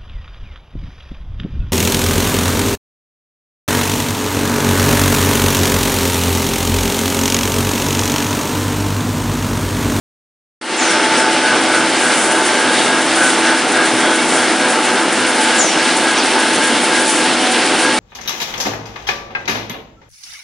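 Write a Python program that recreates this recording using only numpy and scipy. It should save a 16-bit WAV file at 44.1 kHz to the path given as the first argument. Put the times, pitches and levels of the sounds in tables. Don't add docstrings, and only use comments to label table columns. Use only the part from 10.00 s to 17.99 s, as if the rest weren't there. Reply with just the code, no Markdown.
import sys
import numpy as np
from scipy import signal
from scipy.fft import rfft, irfft, next_fast_len
from scipy.io import wavfile
from scipy.ndimage import uniform_filter1d

SR = 44100
rng = np.random.default_rng(int(sys.argv[2]) if len(sys.argv) > 2 else 0)


def generate_wav(signal):
    frames = np.transpose(np.atleast_2d(signal))
    scaled = np.clip(frames, -1, 1) * 32767
    pcm = np.round(scaled).astype(np.int16)
    wavfile.write(sys.argv[1], SR, pcm)


N = 352359
TIME = np.arange(N) / SR
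MESH_HZ, GEAR_TURN_HZ, STROKE_HZ = 125.25, 3.465, 7.11

# time in seconds, gain in dB.
FADE_IN = [(.608, -97), (.613, -16), (.65, -11.5), (.72, -6.5), (.78, -4), (.83, -0.5)]
# multiple of the tooth rate, relative level in dB, share of the throb 0-1,
# roughness 0-1, change behind the cabinet in dB.
GEAR_HARMONICS = [(1, -25, 0.1, 0.6, 2), (2, -3.5, 0.06, 0.74, 0), (3, -14, 0.3, 0.98, -4),
                  (4, -4.5, 0.35, 0.92, 1), (5, -5.5, 0.4, 0.7, -7.5), (8, -7.5, 0.62, 0.9, 1),
                  (10, -14, 1, 0.8, -2), (11, -11, 0.85, 0.88, -5), (14, -18.5, 0.7, 0.96, 2)]
# frequency in Hz, level in the open in dB, level behind the cabinet in dB,
# roughness 0-1.
MOTOR_TONES = [(325.5, -24.5, -27.5, .3), (406, -34.5, -42, 0.76), (659.5, -40, -36.5, 0.63),
               (1154, -38, -45, .3), (3087, -38.5, -37, 0.47), (7051, -57, -57, .3)]
# frequency in Hz, relative level in dB, time to fall
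# 60 dB in seconds.
ROLLER_MODES = [(1575, 0, 0.18), (1680, -1, 0.22), (2134, 0, 0.16), (2240, 0, 0.28), (2690, -1.5, 0.16),
                (2790, -3.5, 0.12), (2885, 0.5, 0.12), (3296, -4, 0.11), (3620, -4, 0.13)]

# frequency in Hz, relative spectral density in dB.
GUARD_SPECTRUM = [(900, -54), (1200, -10), (1370, -2), (1520, 5.5), (1660, 6.5), (1760, -16), (2200, -15),
                  (3500, -52)]
FRAME_SPECTRUM = [(30, -61), (70, -60), (125, -28), (160, -10.5), (200, -4), (255, 2), (340, 3), (450, -2),
                  (750, -1), (1050, -5.5), (1400, -2.5), (2000, -13), (4000, -54)]
FLOOR_SPECTRUM = [(30, -46), (70, -24), (100, -6.5), (125, 5.5), (160, -11), (250, -20.5)]
WEB_SPECTRUM = [(600, -60), (1200, -7), (1700, 0.5), (2200, 0.7), (2500, -1.5), (3300, -2.5), (3900, -4.5),
                (5300, -7), (7000, -14.5), (9300, -10), (11000, -63)]
SHEET_SPECTRUM = [(3000, -45), (5500, -7.5), (7000, -3.5), (8000, -3.5), (8900, -1), (9250, 2), (9900, 0),
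                  (10400, -8.5), (11000, -33)]
NIP_SPECTRUM = [(1800, -40), (2500, -4), (3100, -1), (4200, -3.5), (5500, -11), (8000, -40)]

# time in seconds, gain in dB.
WHINE_GAIN = [(.85, -3.5), (1.5, 0), (4, 1), (6.4, 0), (7.9, 2)]
GUARD_GAIN = [(.9, -1), (1.25, -2), (1.5, 1), (2.05, .3), (2.35, -2), (2.95, -1.5), (3.25, 2), (3.55, 0),
              (3.8, 0.5), (4.15, -1), (4.4, -1), (5.5, -1.8), (7, -1.2), (7.25, -8), (7.6, -8), (7.85, -4)]
UPPER_TONE_GAIN = [(.85, 0), (1.22, 5), (1.5, 1.5), (1.65, -5), (1.87, 0.5), (2.05, -5), (2.32, 3),
                   (2.65, 0.5), (2.85, -3), (3.25, -2.5), (3.55, 4), (3.7, -3.5), (4, -1), (4.7, -2),
                   (4.95, 1.5), (5.25, -7), (5.42, 6), (5.7, -6), (5.87, 3.5), (6.1, -2), (6.9, 0.5),
                   (7.25, 1.5), (7.35, -9), (7.9, 1)]
LOWER_TONE_GAIN = [(1, -31.5), (3.8, -29.5), (4.1, -39), (4.45, -26.5), (5.15, -36), (5.6, -27.5), (6, -35),
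                   (6.6, -33), (7, -41), (7.5, -22), (7.95, -34)]
WEB_GAIN = [(1, 0.8), (2.4, -0.5), (2.8, 1), (4.7, -0.6), (5.5, 0.35), (7, -0.5), (7.9, 1)]
BEARING_GAIN = [(1, 0), (2.5, 3), (5.5, -1), (7, -8)]
NIP_GAIN = [(4.7, -48), (5.3, -31.5), (5.9, -25), (7.4, -23.5), (7.9, -27.5)]

# start in
# seconds, first pitch in Hz, final pitch in Hz, fall time in seconds, decay time in seconds, tone level
# in dB, rasp level in dB.
SQUEAK_EVENTS = [(.774, 7600, 4960, 0.098, 0.18, -23, -25), (1.17, 5710, 4800, 0.064, 0.05, -23, -21),
                 (2.775, 3730, 3610, 0.072, 0.07, -25, -16), (4.02, 3320, 3280, .08, .2, -24, -34),
                 (5.581, 7580, 4910, 0.095, 0.095, -15, -20), (6.174, 6460, 3390, 0.036, .06, -23, -18)]
# middle in seconds, half length in seconds, level of
# the lower partial in dB, level of the upper partial in dB.
GUARD_SWELLS = [(.932, .1, -26, -27), (1.253, .06, -23, -25), (1.487, .09, -19.5, -24),
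                (1.766, .085, -19.5, -29.5), (2.09, 0.086, -24.5, -25), (2.343, 0.098, -25, -26),
                (2.667, .1, -27, -21), (2.954, .08, -29.5, -21), (3.244, .065, -18.5, -23),
                (3.505, 0.096, -22, -21), (3.803, .08, -24, -20), (4.139, .11, -23.5, -26),
                (4.41, 0.048, -26, -24), (4.663, .1, -28, -23), (4.952, .08, -29.5, -25),
                (5.271, .1, -27, -26.5), (5.544, 0.098, -27, -23), (5.857, .1, -31.5, -22),
                (6.101, .08, -27, -22), (6.45, 0.1, -26, -25), (6.671, .065, -33, -20.5),
                (6.986, .075, -29, -22), (7.228, .06, -39, -27), (7.586, .11, -35, -28),
                (7.878, .055, -35, -20)]
# middle in seconds, half length in seconds, level in dB.
GUIDE_SCUFFS = [(1.183, .04, -25), (2.02, 0.078, -25), (2.21, 0.12, -24), (2.83, 0.11, -28),
                (3.242, 0.081, -21.5), (4.353, 0.084, -25), (7.12, 0.14, -22)]
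# start in seconds, level in dB.
BEARING_KNOCKS = [(4.185, -22.5), (4.868, -23.5), (5.245, -24)]
# start in seconds, level in dB, centre in Hz, decay time in seconds.
FRAME_KNOCKS = [(6.35, -13.5, 800, 0.037), (6.68, -16.5, 259.5, 0.1)]
# frequency in Hz, side relative to mid in dB facing the reel, the
HALL_WIDTH = [(60, -19, -10), (190, -27, -22), (600, -26, -22.5), (1900, -24, -21), (3400, -20, -16),
              (5800, -5.5, -6.5), (10600, -3.5, -3.5)]


def undb(db):
    return 10 ** (np.asarray(db) / 20)


def unit(x):
    return x / np.sqrt(np.mean(np.abs(x) ** 2))


def curve(rows):
    return np.interp(TIME, *np.transpose(rows))


def colour(x, points):
    hz, db = np.transpose(points)
    size = next_fast_len(N)
    bins = np.maximum(np.fft.rfftfreq(size, 1 / SR), 1)
    gain = undb(np.interp(np.log(bins), np.log(hz), db))
    return irfft(rfft(x, size) * gain, size)[:N]


def walk(rate):
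    k = int(SR / rate)
    held = np.repeat(rng.standard_normal(N // k + 2), k)
    return unit(uniform_filter1d(uniform_filter1d(held, k), k)[:N])


def waver(rough, rate):
    return np.sqrt(1 - rough ** 2) + rough * unit(walk(rate) + 1j * walk(rate))


def drift(rough, rate):
    gain = waver(rough, rate)
    return unit(gain / np.sqrt(np.abs(gain) ** 2 + .1))


def tone(hz, gain):
    return unit(np.real(gain * np.exp(2j * np.pi * hz * TIME)))


def crinkle(per_s, spread_db):
    chance, size, sign = rng.random(N), rng.exponential(size=N), rng.standard_normal(N)
    return unit((chance < per_s / SR) * undb(spread_db * np.minimum(size, 5)) * np.sign(sign))


def once_a_turn(turn_hz, at, width):
    offset = (turn_hz * TIME - at + .5) % 1 - .5
    return np.exp(-(offset / width) ** 2)


def gears(shaded, tight_at=0.2, wobble=0.0047, scrape_db=-8):
    whine_db = -27 + curve(WHINE_GAIN)
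    guard_db = -19.5 + curve(GUARD_GAIN)
    turn = 2 * np.pi * (GEAR_TURN_HZ * TIME - tight_at)
    throb_db = 6.5 * np.tanh(1.5 * np.cos(turn))
    tooth_hz = MESH_HZ * (1 + wobble * np.sin(turn) + 0.00202 * walk(12))
    tooth_phase = 2 * np.pi * np.cumsum(tooth_hz) / SR
    scrape = unit(colour(rng.standard_normal(N), GUARD_SPECTRUM) * undb(throb_db))
    out = scrape * undb(guard_db + scrape_db)
    for multiple, db, share, rough, shade_db in GEAR_HARMONICS:
        phase = multiple * tooth_phase + 2 * np.pi * rng.random()
        partial = np.real(drift(rough, rate=30) * np.exp(1j * phase))
        path_db = guard_db if multiple > 9 else whine_db
        out += unit(partial * undb(share * throb_db)) * undb(db + shade_db * shaded + path_db)
    return out + guard_resonance(tooth_phase)


def drive_tones(upper_hz=876, lower_hz=749, beat_hz=12.41):
    beating = 1 + 0.4 * np.cos(2 * np.pi * beat_hz * TIME)
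    upper = tone(upper_hz, drift(rough=0.98, rate=46) * beating)
    lower = tone(lower_hz, waver(rough=0.56, rate=46))
    return upper * undb(-25 + curve(UPPER_TONE_GAIN)) + lower * undb(curve(LOWER_TONE_GAIN))


def motors(shaded):
    out = np.zeros(N)
    for hz, open_db, shaded_db, rough in MOTOR_TONES:
        out += tone(hz, waver(rough, rate=9)) * undb(open_db + (shaded_db - open_db) * shaded)
    return out


def folding_rolls(shaded, turned, heavy_at=0.96):
    clatter = np.resize(rng.standard_normal(round(SR / STROKE_HZ)), N)
    knocks = crinkle(per_s=2500, spread_db=2.5)
    load_db = 0.5 * np.cos(2 * np.pi * (STROKE_HZ * TIME - heavy_at)) + .5 * walk(12)
    shake = (undb(-4) * clatter + knocks) * undb(load_db)
    frame = unit(colour(shake, FRAME_SPECTRUM)) * undb(-17 - 0.5 * turned)
    floor = unit(colour(shake, FLOOR_SPECTRUM)) * undb(-40.5 - 7 * shaded + 2 * walk(9.2))
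    return frame + floor


def rollers(chatter_db=-28.5):
    t = TIME[:SR // 2]
    hard = np.zeros(N)
    for start, db in BEARING_KNOCKS:
        hard[int(start * SR)] = undb(db)
    chatter, blows = np.zeros(N), np.zeros(N)
    for hz, db, t60 in ROLLER_MODES:
        ring = np.sin(2 * np.pi * hz * t) * undb(-60 * t / t60)
        light = crinkle(per_s=160, spread_db=1.8)
        chatter += undb(db) * unit(signal.oaconvolve(light, ring)[:N])
        blows += undb(db) * signal.oaconvolve(hard, ring * rng.choice([-1, 1]))[:N]
    return undb(chatter_db) * unit(chatter) + blows


def web():
    rub = rng.standard_normal(N) + undb(-3.5) * crinkle(per_s=2200, spread_db=0.5)
    slack_db = .35 * walk(10)
    tug_db = 0.68 * once_a_turn(turn_hz=2.88, at=0.0081, width=0.14)
    rush = unit(colour(rub * undb(0.85 * walk(35)), WEB_SPECTRUM))
    return rush * undb(-18.5 + curve(WEB_GAIN) + slack_db + tug_db)


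def sheets(turned, enters_at=0.4, rise=0.04, fall=0.19):
    age = (STROKE_HZ * TIME - enters_at) % 1
    push = 1 + (1 - np.exp(-(age / rise) ** 2)) * np.exp(-age / fall)
    rub = rng.standard_normal(N) + undb(-8.5) * crinkle(per_s=2400, spread_db=4)
    flutter = undb(1.6 * walk(60))
    swish = unit(colour(rub * push * flutter, SHEET_SPECTRUM))
    return swish * undb(-27 + 2 * turned + walk(7))


def hall(x, t60):
    echoes = rng.standard_normal(SR) * undb(-60 * TIME[:SR] / t60)
    return signal.fftconvolve(x, echoes / np.linalg.norm(echoes))[:N]


def squeaks(attack_s=0.005, lower_ratio=.82, lower_db=-6.5):
    out = np.zeros(N)
    sing = drift(rough=.95, rate=420)
    rasp = waver(rough=1, rate=2200)
    for start, first_hz, final_hz, fall_s, decay_s, tone_db, rasp_db in SQUEAK_EVENTS:
        age = np.maximum(TIME - start, 0)
        hz = final_hz + (first_hz - final_hz) * np.exp(-age / fall_s)
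        phase = 2 * np.pi * np.cumsum(hz) / SR
        fading = np.exp(-age / decay_s)
        squeak = (undb(tone_db) * sing + undb(rasp_db) * rasp * fading) * np.exp(1j * phase)
        lower = undb(tone_db + lower_db) * sing * fading * np.exp(1j * lower_ratio * phase)
        out += np.sqrt(2) * np.real(squeak + lower) * fading * (1 - np.exp(-age / attack_s))
    return out


def guard_resonance(tooth_phase, multiples=(12, 13)):
    out = np.zeros(N)
    for k, multiple in enumerate(multiples):
        swell = sum(undb(levels[k]) * np.exp(-((TIME - middle) / half_s) ** 4)
                    for middle, half_s, *levels in GUARD_SWELLS)
        partial = np.real(drift(rough=.5, rate=28) * np.exp(1j * multiple * tooth_phase))
        out += swell * unit(partial)
    return out


def dry_bearing(hz=1565):
    song = tone(hz, drift(rough=0.75, rate=35))
    swell = once_a_turn(turn_hz=.675, at=0.7, width=0.049)
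    return song * swell * undb(-25 + curve(BEARING_GAIN))


def scuffs(edge_hz=8000, edge_db=-11):
    swell = sum(undb(db) * np.exp(-((TIME - middle) / half_s) ** 2)
                for middle, half_s, db in GUIDE_SCUFFS)
    edge = tone(edge_hz, waver(rough=1, rate=700))
    hiss = unit(colour(rng.standard_normal(N) * undb(walk(45)), SHEET_SPECTRUM))
    return (hiss + undb(edge_db) * edge) * swell


def nip():
    rub = rng.standard_normal(N) * undb(0.99 * walk(35))
    return unit(colour(rub, NIP_SPECTRUM)) * undb(curve(NIP_GAIN))


def clanks(attack_s=0.006):
    out = np.zeros(N)
    for start, db, hz, decay_s in FRAME_KNOCKS:
        age = np.maximum(TIME - start, 0)
        envelope = (1 - np.exp(-age / attack_s)) * np.exp(-age / decay_s)
        band = [(hz / 4, -70), (hz / 2, -28), (hz, 0), (hz * 2, -14), (hz * 8, -70)]
        out += unit(colour(rng.standard_normal(N), band)) * undb(db) * envelope
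    return out


def scene():
    shaded = curve([(4.4, 0), (4.5, 1)])
    turned = curve([(5.1, 0), (5.14, 1)])
    squeaking = squeaks()
    drive = gears(shaded) + drive_tones() + dry_bearing() + motors(shaded)
    rattle = folding_rolls(shaded, turned) + rollers() + clanks()
    paper = web() + nip() + sheets(turned) + scuffs()
    mid = drive + rattle + paper + squeaking + undb(-5) * hall(squeaking, t60=0.85)
    echoes = hall(mid, t60=.24)
    at_reel = colour(echoes, [(hz, db) for hz, db, _ in HALL_WIDTH])
    at_cabinet = colour(echoes, [(hz, db) for hz, _, db in HALL_WIDTH])
    side = (1 - turned) * at_reel + turned * at_cabinet
    return np.array([mid + side, mid - side])


def record(dry, ceiling=.86, low_cut_hz=41, top_hz=10900):
    faded = dry * undb(curve(FADE_IN)) * (TIME >= FADE_IN[0][0])
    rounded = faded / (1 + (faded / ceiling) ** 8) ** (1 / 8)
    thinned = signal.sosfilt(signal.butter(1, low_cut_hz, "high", fs=SR, output="sos"), rounded)
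    return signal.sosfilt(signal.ellip(10, .2, 80, top_hz, fs=SR, output="sos"), thinned)


dry = scene()
out = record(dry)
generate_wav(out)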